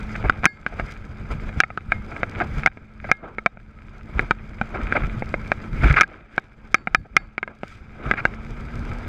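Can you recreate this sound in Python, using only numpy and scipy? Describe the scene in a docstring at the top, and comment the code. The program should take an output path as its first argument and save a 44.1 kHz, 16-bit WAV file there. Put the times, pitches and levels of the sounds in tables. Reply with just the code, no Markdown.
"""Planing boat in chop, heard inside a waterproof case

A small planing boat runs through chop, heard by a body-worn camera shut in a waterproof case.
Shaped noise makes the wind and water, sines the outboard's hum; the case lends noise and knocks its resonances.
As the hull bounces, the case knocks on the rider's gear: dry, overloading impulses, some with a metal ring.
Water swells with each wave; hard knocks make the camera's limiter duck everything, and the drone creeps back.
"""
import sys
import numpy as np
from scipy import signal
from scipy.fft import rfft, irfft
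from scipy.io import wavfile
from scipy.ndimage import uniform_filter1d

SR = 44100
rng = np.random.default_rng(int(sys.argv[2]) if len(sys.argv) > 2 else 0)


def int16_out(signal):
    """Quantize to a 16-bit WAV file."""
    q = np.round(np.clip(np.atleast_2d(signal).T, -1, 1) * 32767)
    wavfile.write(sys.argv[1], SR, q.astype(np.int16))


N = 400428
TIME = np.arange(N) / SR


def amp(db):
    """Decibels to gain."""
    return 10 ** (np.asarray(db) / 20)


def unit(x):
    """Scales to rms 1."""
    return x / np.sqrt(np.mean(x ** 2) + 1e-20)


def read(points, hz):
    """Joins (frequency [Hz], value) points on a log-frequency axis."""
    f, value = np.transpose(points)
    return np.interp(np.log(hz + 1), np.log(f + 1), value)


def curve(rows, axis):
    """One column of a time table, at every sample."""
    rows = np.array(rows)
    return np.interp(TIME, rows[:, 0], rows[:, axis])


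def add(mix, s, sound):
    """Lays a sound into the mix at time s."""
    part = mix[max(round(s * SR), 0):][:len(sound)]
    part += sound[:len(part)]


def wander(hz):
    """Random drift of rms 1, rolling off steeply above hz."""
    f = np.fft.rfftfreq(N, 1 / SR)
    spectrum = rfft(rng.standard_normal(N)) / (1 + (f / hz) ** 4)
    return unit(irfft(spectrum, N))


# resonances of the plastic case: (centre [Hz], width [Hz], lift [dB])
CASE_RESONANCES = [(699, 323, 8.5), (1307, 267, 15.5), (1588, 346, 15), (2090, 467, 11.5), (2377, 464, 15),
                   (3810, 2700, 6), (4876, 680, 10), (6230, 690, 5.5), (7240, 580, 2.5)]


def case_db(hz):
    """The lift that the case's resonances give to a sound passing through it."""
    return sum(db / (1 + (2 * (hz - f) / width) ** 2) for f, width, db in CASE_RESONANCES)


def below(hz, edge_hz=950):
    """Low-frequency weighting that slides from 1 to 0 around the edge."""
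    return 1 / (1 + (hz / edge_hz) ** 6)


def response(db):
    """Minimum-phase impulse response of a dB spectrum, so the energy comes early."""
    log_gain = np.log(amp(np.maximum(db, db.max() - 100)))
    circle = np.r_[log_gain, log_gain[-2:0:-1]]  # mirrored to negative frequencies
    return np.fft.ifft(np.exp(np.conj(signal.hilbert(circle)))).real


def through_case(x, tone, weight_db=0, size=4096):
    """Gives a drive signal its spectrum and the colour of the case."""
    hz = np.fft.rfftfreq(size, 1 / SR)
    spectrum_db = read(tone, hz) + case_db(hz) + weight_db * below(hz)
    return signal.fftconvolve(x, response(spectrum_db))


def swell(crest, length, rise_share=1, fall_share=0.98):
    """A rounded rise and fall of height 1; the shares scale its length before and after the crest."""
    t = (TIME - crest) / length
    side = np.where(t < 0, t / rise_share, t / fall_share)
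    return np.exp(1 - np.hypot(1, 2 * side))


def surge(rows):
    """Gain of a steady flow whose power gains that of each (crest [s], level [dB], length [s]) swell."""
    return np.sqrt(1 + sum((amp(db) * swell(s, length)) ** 2 for s, db, length in rows))


# gusts on the case: (crest [s], level [dB re steady wind], length [s])
GUSTS = [(.27,4,.12), (.76,4.5,0.15), (1.15,-4.5,0.11), (1.33,7,0.066), (1.93,9.5,0.11), (2.5,3.5,.14),
         (3.08,9,0.07), (4.17,6.5,0.13), (5.1,4.5,0.28), (5.8,10.5,.1), (6.08,11.5,0.076), (6.98,11.5,.07),
         (7.2,9.5,0.09), (8.07,2.5,0.22), (8.98,2,0.25)]
# wind spectrum before the case colours it: (frequency [Hz], relative level [dB per Hz])
WIND_TONE = [(8, -6.5), (22, -5.5), (35, 3.5), (70, -4.5), (100, -4.5), (150, -9), (220, -16), (320, -26),
             (600, -46), (1500, -69.5)]


def wind(level_db=-32.5, flutter_db=2):
    """Lumpy turbulence pressing on the case: low noise with a fluttering level and gusts."""
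    noise = through_case(rng.standard_normal(N), WIND_TONE)[:N]
    rumble = unit(noise * amp(flutter_db * wander(18.0)))
    return rumble * amp(level_db) * surge(GUSTS)


# waves along the hull:
# (crest [s], level [dB re calm water], length [s], extra slosh [dB], extra spray [dB])
WAVES = [(0.14,3,0.065,-20,2.5), (0.29,3.5,0.12,2,-15), (0.802,9.5,0.22,-1.5,0.5), (.915,11,0.031,-7,3),
         (1.318,11.5,0.019,4,0), (1.588,5,0.03,-10,-4), (1.93,8.5,0.047,-3,-5), (2.147,3,0.15,4,0),
         (2.391,8.5,0.074,3.5,-4), (2.586,6.5,.05,-3,1), (3.096,12.5,.06,-9,-1),
         (3.261,8.5,0.072,8.5,-19.5), (4.197,11,0.068,2,-3), (4.78,3.5,0.079,8,-16), (4.963,7.5,0.2,1,-21),
         (5.872,22.5,0.061,-6,-4.5), (6.1,17,0.14,-0.5,-7.5), (6.358,13,0.084,-4,-4),
         (6.783,2.5,0.062,4,-4.5), (7.224,10,0.09,2,-5.5), (7.504,5.5,0.029,9,-12.5),
         (7.71,10,0.089,-15,3.5), (8.084,14.5,0.075,3.5,-7), (8.253,4.5,.12,4.5,-3), (8.93,-6,0.31,6,0)]


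def wave_gains():
    """Swelling gains of the rush, slosh and spray: the same waves, each with its own emphasis."""
    rush = surge([(s, db, length) for s, db, length, _, _ in WAVES])
    slosh = surge([(s, db + extra, length) for s, db, length, extra, _ in WAVES])
    spray = surge([(s, db + extra, length) for s, db, length, _, extra in WAVES])
    return rush, slosh, spray


def patter(per_s, spread_db):
    """A dense train of drop impacts, a few of them large."""
    size = amp(spread_db * np.minimum(rng.exponential(1, N), 4))
    hits = rng.random(N) < per_s / SR
    return unit(size * rng.standard_normal(N) * hits)


def mottle(x, depth_db, size=512):
    """Turbulence: patches of the spectrum swell and fade on their own."""
    z = signal.stft(x, nperseg=size)[2]
    patches = uniform_filter1d(rng.standard_normal(z.shape), 4, axis=0)  # across frequency
    patches = unit(uniform_filter1d(patches, 5, axis=1))  # across time
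    return unit(signal.istft(z * amp(depth_db * patches), nperseg=size)[1][:N])


# water spectra before the case colours them: (frequency [Hz], relative level [dB per Hz])
SLOSH_TONE = [(100, -19), (220, 1.5), (300, 2), (450, -2.5), (700, -13), (1000, -11.5), (1400, -23.5),
              (3000, -65.5)]
RUSH_TONE = [(500, -18.5), (900, -11.5), (1200, -4.5), (1850, -4.5), (2400, -7.5), (2900, -6), (3700, -9),
             (5000, -37), (9000, -58)]
SPRAY_TONE = [(1500, -35.5), (3200, 4), (4300, -3.5), (5500, -3.5), (8000, -3.5), (10000, -12.5),
              (13000, -15), (15000, -22), (16500, -20.5)]
CALM_SLOSH_DB, CALM_RUSH_DB, CALM_SPRAY_DB = -44, -46, -60.5


def water(rush_gain, slosh_gain, spray_gain, fizz_db=2.1, churn_db=1.4, patchy_db=1.9, drops=0.7):
    """Slosh, rush and spray churn together and swell with each wave; drops give the upper two their grain."""
    drive = rng.standard_normal(N) + drops * patter(per_s=650, spread_db=8.0)
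    slosh = mottle(through_case(rng.standard_normal(N), SLOSH_TONE), patchy_db)
    rush = mottle(through_case(drive, RUSH_TONE), patchy_db)
    spray = mottle(through_case(drive[::-1], SPRAY_TONE), patchy_db)  # reversed, so its grain differs
    slosh = slosh * amp(CALM_SLOSH_DB) * slosh_gain
    rush = rush * amp(CALM_RUSH_DB) * rush_gain
    spray = spray * amp(CALM_SPRAY_DB + fizz_db * wander(60)) * spray_gain
    return (slosh + rush + spray) * amp(churn_db * wander(22))


# outboard: (time [s], firing rate [Hz])
ENGINE = [(0, 211.9), (1.4, 214), (3.6, 215.3), (5.2, 216.1), (8.3, 216.3), (8.55, 230.9), (9.08, 239.6)]
# engine orders: (multiple of the firing rate, relative level [dB])
ENGINE_ORDERS = [(.5, -14), (1, 0.5), (2, -26.5), (4, -22.5)]


def outboard(level_db=-42, waver=0.005, throb_db=2.2):
    """Only the lowest engine orders get through the case, as sines; the throttle opens near the end."""
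    rate_hz = curve(ENGINE, axis=1) * (1 + waver * wander(21))
    cycles = np.cumsum(rate_hz) / SR
    hum = sum(amp(db) * np.sin(2 * np.pi * (order * cycles + rng.random())) for order, db in ENGINE_ORDERS)
    return unit(hum) * amp(level_db + throb_db * wander(4.3))


# spectrum of taps and splashes before the case colours it: (frequency [Hz], relative level [dB per Hz])
SPLASH_TONE = [(40, -9.5), (200, -9.5), (600, -3.5), (1050, -8.5), (1850, -11), (2800, -19), (5000, -36),
               (9000, -48.5), (15000, -72)]


def taps(rush_gain, per_s=20, level_db=-13):
    """Scattered light impulses on the case, stronger when the water runs rough; level is re the calm rush."""
    impacts = rng.uniform(-1, 1, N) * (rng.random(N) < per_s / SR)
    return unit(through_case(impacts, SPLASH_TONE)[:N]) * rush_gain * amp(CALM_RUSH_DB + level_db)


def burst(db, length, tone, weight_db=0):
    """A short rounded burst of turbulence on the case, at rms level db."""
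    count = max(int(length * SR), 64)
    drive = rng.standard_normal(count) * signal.windows.tukey(count, .5)
    sound = through_case(drive, tone, weight_db)
    return amp(db) * sound * np.sqrt(count / np.sum(sound ** 2))


# slaps of spray and short scuffs on the case:
# (time [s], level [dB], length [s], spectral weight below about 1 kHz [dB])
SPLASHES = [(0.151,-28.5,0.012,-3), (0.237,-26.5,0.027,20.5), (0.718,-28.5,0.027,17), (0.784,-25.5,0.034,7),
            (2.112,-32,0.017,8), (2.405,-20,0.022,12.5), (3.04,-22.5,.015,10), (3.086,-22,0.02,12),
            (3.228,-23,0.024,27), (4.74,-28,0.026,12.5), (4.947,-21,0.035,12), (5.033,-29.5,0.0089,-1),
            (5.832,-20.5,0.018,-6), (5.892,-21.5,0.027,-21), (5.958,-15,0.039,-10.5),
            (6.112,-23.5,0.014,15), (7.045,-31.5,.025,25), (8.166,-23,0.046,-6)]


def splashes():
    """Spray slaps and scuffs: short noise bursts, each with its own low-end weight."""
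    out = np.zeros(N)
    for s, db, length, weight_db in SPLASHES:
        add(out, s, burst(db, length, SPLASH_TONE, weight_db))
    return out


# thuds of the hull on a wave: (time [s], level [dB], length [s])
THUDS = [(.24,-24,0.044), (0.814,-20.5,0.024), (1.556,-24.5,0.024), (2.563,-24.5,0.034), (4.142,-16,0.032),
         (5.824,-11.5,0.049), (5.897,-9,0.018), (8.054,-18,0.039)]
# hollow thud spectrum with two broad booms, before the case: (frequency [Hz], relative level [dB per Hz])
THUD_TONE = [(10, -24), (35, -3), (52, 3), (72, -2.5), (110, -11), (140, -1.5), (175, -15), (260, -20),
             (600, -33.5), (1500, -73.5)]


def thuds():
    """Dull thuds as the hull meets the chop: short bursts of low noise."""
    out = np.zeros(N)
    for s, db, length in THUDS:
        add(out, s, burst(db, length, THUD_TONE))
    return out


def disperse(x, hz=1600, width_hz=1900):
    """Bending waves cross the shell at unequal speeds (an allpass), so a knock builds over its first cycles."""
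    r = np.exp(-np.pi * width_hz / SR)
    poles = [1, -2 * r * np.cos(2 * np.pi * hz / SR), r * r]
    return signal.lfilter(poles[::-1], poles, x)


def ring(modes):
    """Struck modes dying away, from (frequency [Hz], level [dB], t60 [s]) rows."""
    t = np.arange(SR // 2) / SR
    return sum(amp(db - 60 * t / t60) * np.sin(2 * np.pi * hz * t) for hz, db, t60 in modes)


# knocks on the case: (time [s], relative force [dB], hardness: lift around 2.2 kHz, a little above it [dB],
# spectral weight below about 1 kHz [dB], rebound delay [s])
KNOCKS = [(0.297,5,-8.5,-2.5,0.00063), (0.4343,-12,5,15,0.0017), (0.4429,-5,-11,-4.5,0.0011),
          (.455,19,7.5,-6.5,0.0011), (0.4611,10,-7,1,0.0007), (0.664,3,1,2.5,.00066),
          (0.7975,-1.5,1.5,9,0.0014), (1.603,16,-12.5,-20.5,0.00043), (1.6358,4,7.5,4.5,.0015),
          (1.7033,-11.5,7,12,.0015), (1.7752,-2,-14,-1,0.0007), (1.9203,5.5,7,2.5,.0013),
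          (2.164,-16,4,-17,0.00041), (2.2319,-3,2.5,10,.0019), (2.4019,-10.5,2,3,0.0022),
          (2.6342,-15.5,-1,-2,0.00046), (2.661,17,3.5,-2,0.0014), (2.6729,9.5,-2,2.5,0.0013),
          (2.7725,-13,4,13,0.00029), (3.115,18.5,3.5,-1.5,0.00052), (3.3841,0,4,8,0.0023),
          (3.4614,15.5,1.5,3,0.0017), (3.572,-14.5,4,21,.0013), (4.1937,2.7,1.5,3.5,0.00051),
          (4.3094,7,-3,3.5,0.0021), (4.6134,-3,-4.5,6.5,0.0013), (4.924,-5,8,5.5,0.00061),
          (4.9671,-8,4,1,0.0014), (5.2228,-12,16.5,31,0.0011), (5.341,-7,5.5,17.5,.0019),
          (5.5181,-1,1,5.5,0.0012), (5.941,-10,5,0,0.00046), (6.0002,-6,-1.5,-14,.00132),
          (6.0101,24,-3,-20.5,0.0004), (6.0155,20,2,-8,0.00038), (6.0333,12.5,-6.5,-12,.00046),
          (6.3797,13,-6.5,-0.5,0.0013), (6.7442,18,7,-6,0.00078), (6.8725,4,5,6,0.0014),
          (6.9476,20.5,1.5,-4,.0013), (7.1664,25,3,-10,0.00088), (7.3802,7,-2,-1.5,0.0004),
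          (7.4294,5.5,3.5,3,.00186), (7.477,-5,3,10,.00186), (7.6335,-1.5,-8,6,0.00036),
          (8.1123,5.5,3,2.5,0.00059), (8.1377,-6,1.5,12.5,0.0012), (8.2529,5,-1,4.5,.0014)]
# knock spectrum before the case colours it: (frequency [Hz], relative level [dB per Hz])
KNOCK_TONE = [(30, -11.5), (110, 2.5), (230, 6.5), (380, 0.5), (620, -4), (1050, -2.5), (1850, -8),
              (2800, -14), (3800, -21.5), (4600, -34), (8000, -38), (15000, -68)]
# panel modes of the case that outlast each knock: (frequency [Hz], relative level [dB], t60 [s])
PANELS = [(770, -27, .055), (1560, -27, .045), (3725, -43, .075)]


def knocks(level_db=-9, spot_db=3.0, hard_hz=2200, hard_width_hz=500, treble_share=0.057,
           rebound=0.43, bounce_s=0.0055, bounce_db=-15, flex_db=-4, size=2048):
    """Each contact is an impulse and a quick rebound, then a softer bounce; the struck spot favours some modes."""
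    out, hz = np.zeros(N), np.fft.rfftfreq(size, 1 / SR)
    hard = np.maximum(np.exp(-((hz - hard_hz) / hard_width_hz) ** 2), treble_share * (hz > hard_hz))
    tone_db = read(KNOCK_TONE, hz) + case_db(hz)
    for s, force_db, hard_db, weight_db, rebound_s in KNOCKS:
        # smoothed random spectrum: the spot that is struck
        spot = unit(signal.fftconvolve(rng.standard_normal(len(hz)), signal.windows.hann(11), "same"))
        contact_db = tone_db + hard_db * hard + weight_db * below(hz) + spot_db * spot
        contact = disperse(response(contact_db))
        clack = contact.copy()
        add(clack, rebound_s, rebound * contact)  # combs the spectrum: a hollow colour for each knock
        add(clack, bounce_s, amp(bounce_db) * contact)
        onset_rms = np.sqrt(np.mean(clack[:SR // 180] ** 2))
        add(out, s, clack * amp(force_db + level_db) / onset_rms)
        add(out, s, amp(force_db + flex_db) * ring(PANELS))
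    return out


# knocks that also catch the metal fitting:
# (time [s], first-mode drive [dB], second-mode drive [dB], high-mode drive [dB])
RINGS = [(.456,-11,-12,-33), (1.604,-36,-44,-48), (1.921,-33,-22,-58), (3.118,-19,-16.5,-56),
         (6.011,-26.5,-24.5,-41.5), (6.747,-25.5,-35.5,-38), (6.95,-23,-37,-42), (7.168,-18,-20,-33)]
# modes of the metal fitting: (frequency [Hz], level re its drive [dB], t60 [s])
FITTING_MODES = [(1670, 0, .16), (2135, -2, .22), (4533, -1, .25), (5146, -12, .2), (7262, -21, .45)]


def fitting():
    """A faint ring of decaying modes; where the metal is caught decides which of them sound."""
    out = np.zeros(N)
    for s, first_db, second_db, high_db in RINGS:
        drive_db = [first_db, second_db, high_db, high_db, high_db]
        modes = [(hz, db + extra_db, t60) for (hz, db, t60), extra_db in zip(FITTING_MODES, drive_db)]
        add(out, s, ring(modes))
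    return out


# the limiter senses the midrange, so bright knocks slip past and overload
LIMIT_DB, RECOVER_DB_PER_S, SENSE_S, LOOK_AHEAD_S = -18, 14.5, 0.0065, 0.003
SENSE_ABOVE_HZ, SENSE_BELOW_HZ = 210, 892


def limiter(x):
    """Gain that drops at once by the excess over the limit, ignoring rumble, and recovers at a steady rate."""
    band = signal.butter(2, [SENSE_ABOVE_HZ, SENSE_BELOW_HZ], "bandpass", fs=SR)
    sensed = signal.lfilter(*band, x)
    energy, now = np.cumsum(sensed ** 2) / SR, TIME + LOOK_AHEAD_S
    power = (np.interp(now, TIME, energy) - np.interp(now - SENSE_S, TIME, energy)) / SENSE_S
    over_db = np.maximum(10 * np.log10(abs(power) + 1e-12) - LIMIT_DB, 0)
    recovery_db = RECOVER_DB_PER_S * TIME
    return amp(recovery_db - np.maximum.accumulate(over_db + recovery_db))


def scene():
    """Everything as it reaches the microphone inside the case."""
    rush_gain, slosh_gain, spray_gain = wave_gains()
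    flow = wind() + water(rush_gain, slosh_gain, spray_gain) + outboard()
    contacts = taps(rush_gain) + splashes() + thuds() + knocks() + fitting()
    return (flow + contacts)[None]


def record(dry, ceiling=1.0, edge_hz=15000):
    """The limiter ducks the mix, peaks still over the ceiling are clipped, then a lowpass ends the treble."""
    ducked = dry * limiter(dry[0])
    clipped = ducked / (1 + (ducked / ceiling) ** 8) ** (1 / 8)
    lowpass = signal.firwin(255, edge_hz, window=("kaiser", 9), fs=SR)
    return signal.oaconvolve(clipped, lowpass[None], "same")


dry = scene()
out = record(dry)
int16_out(out)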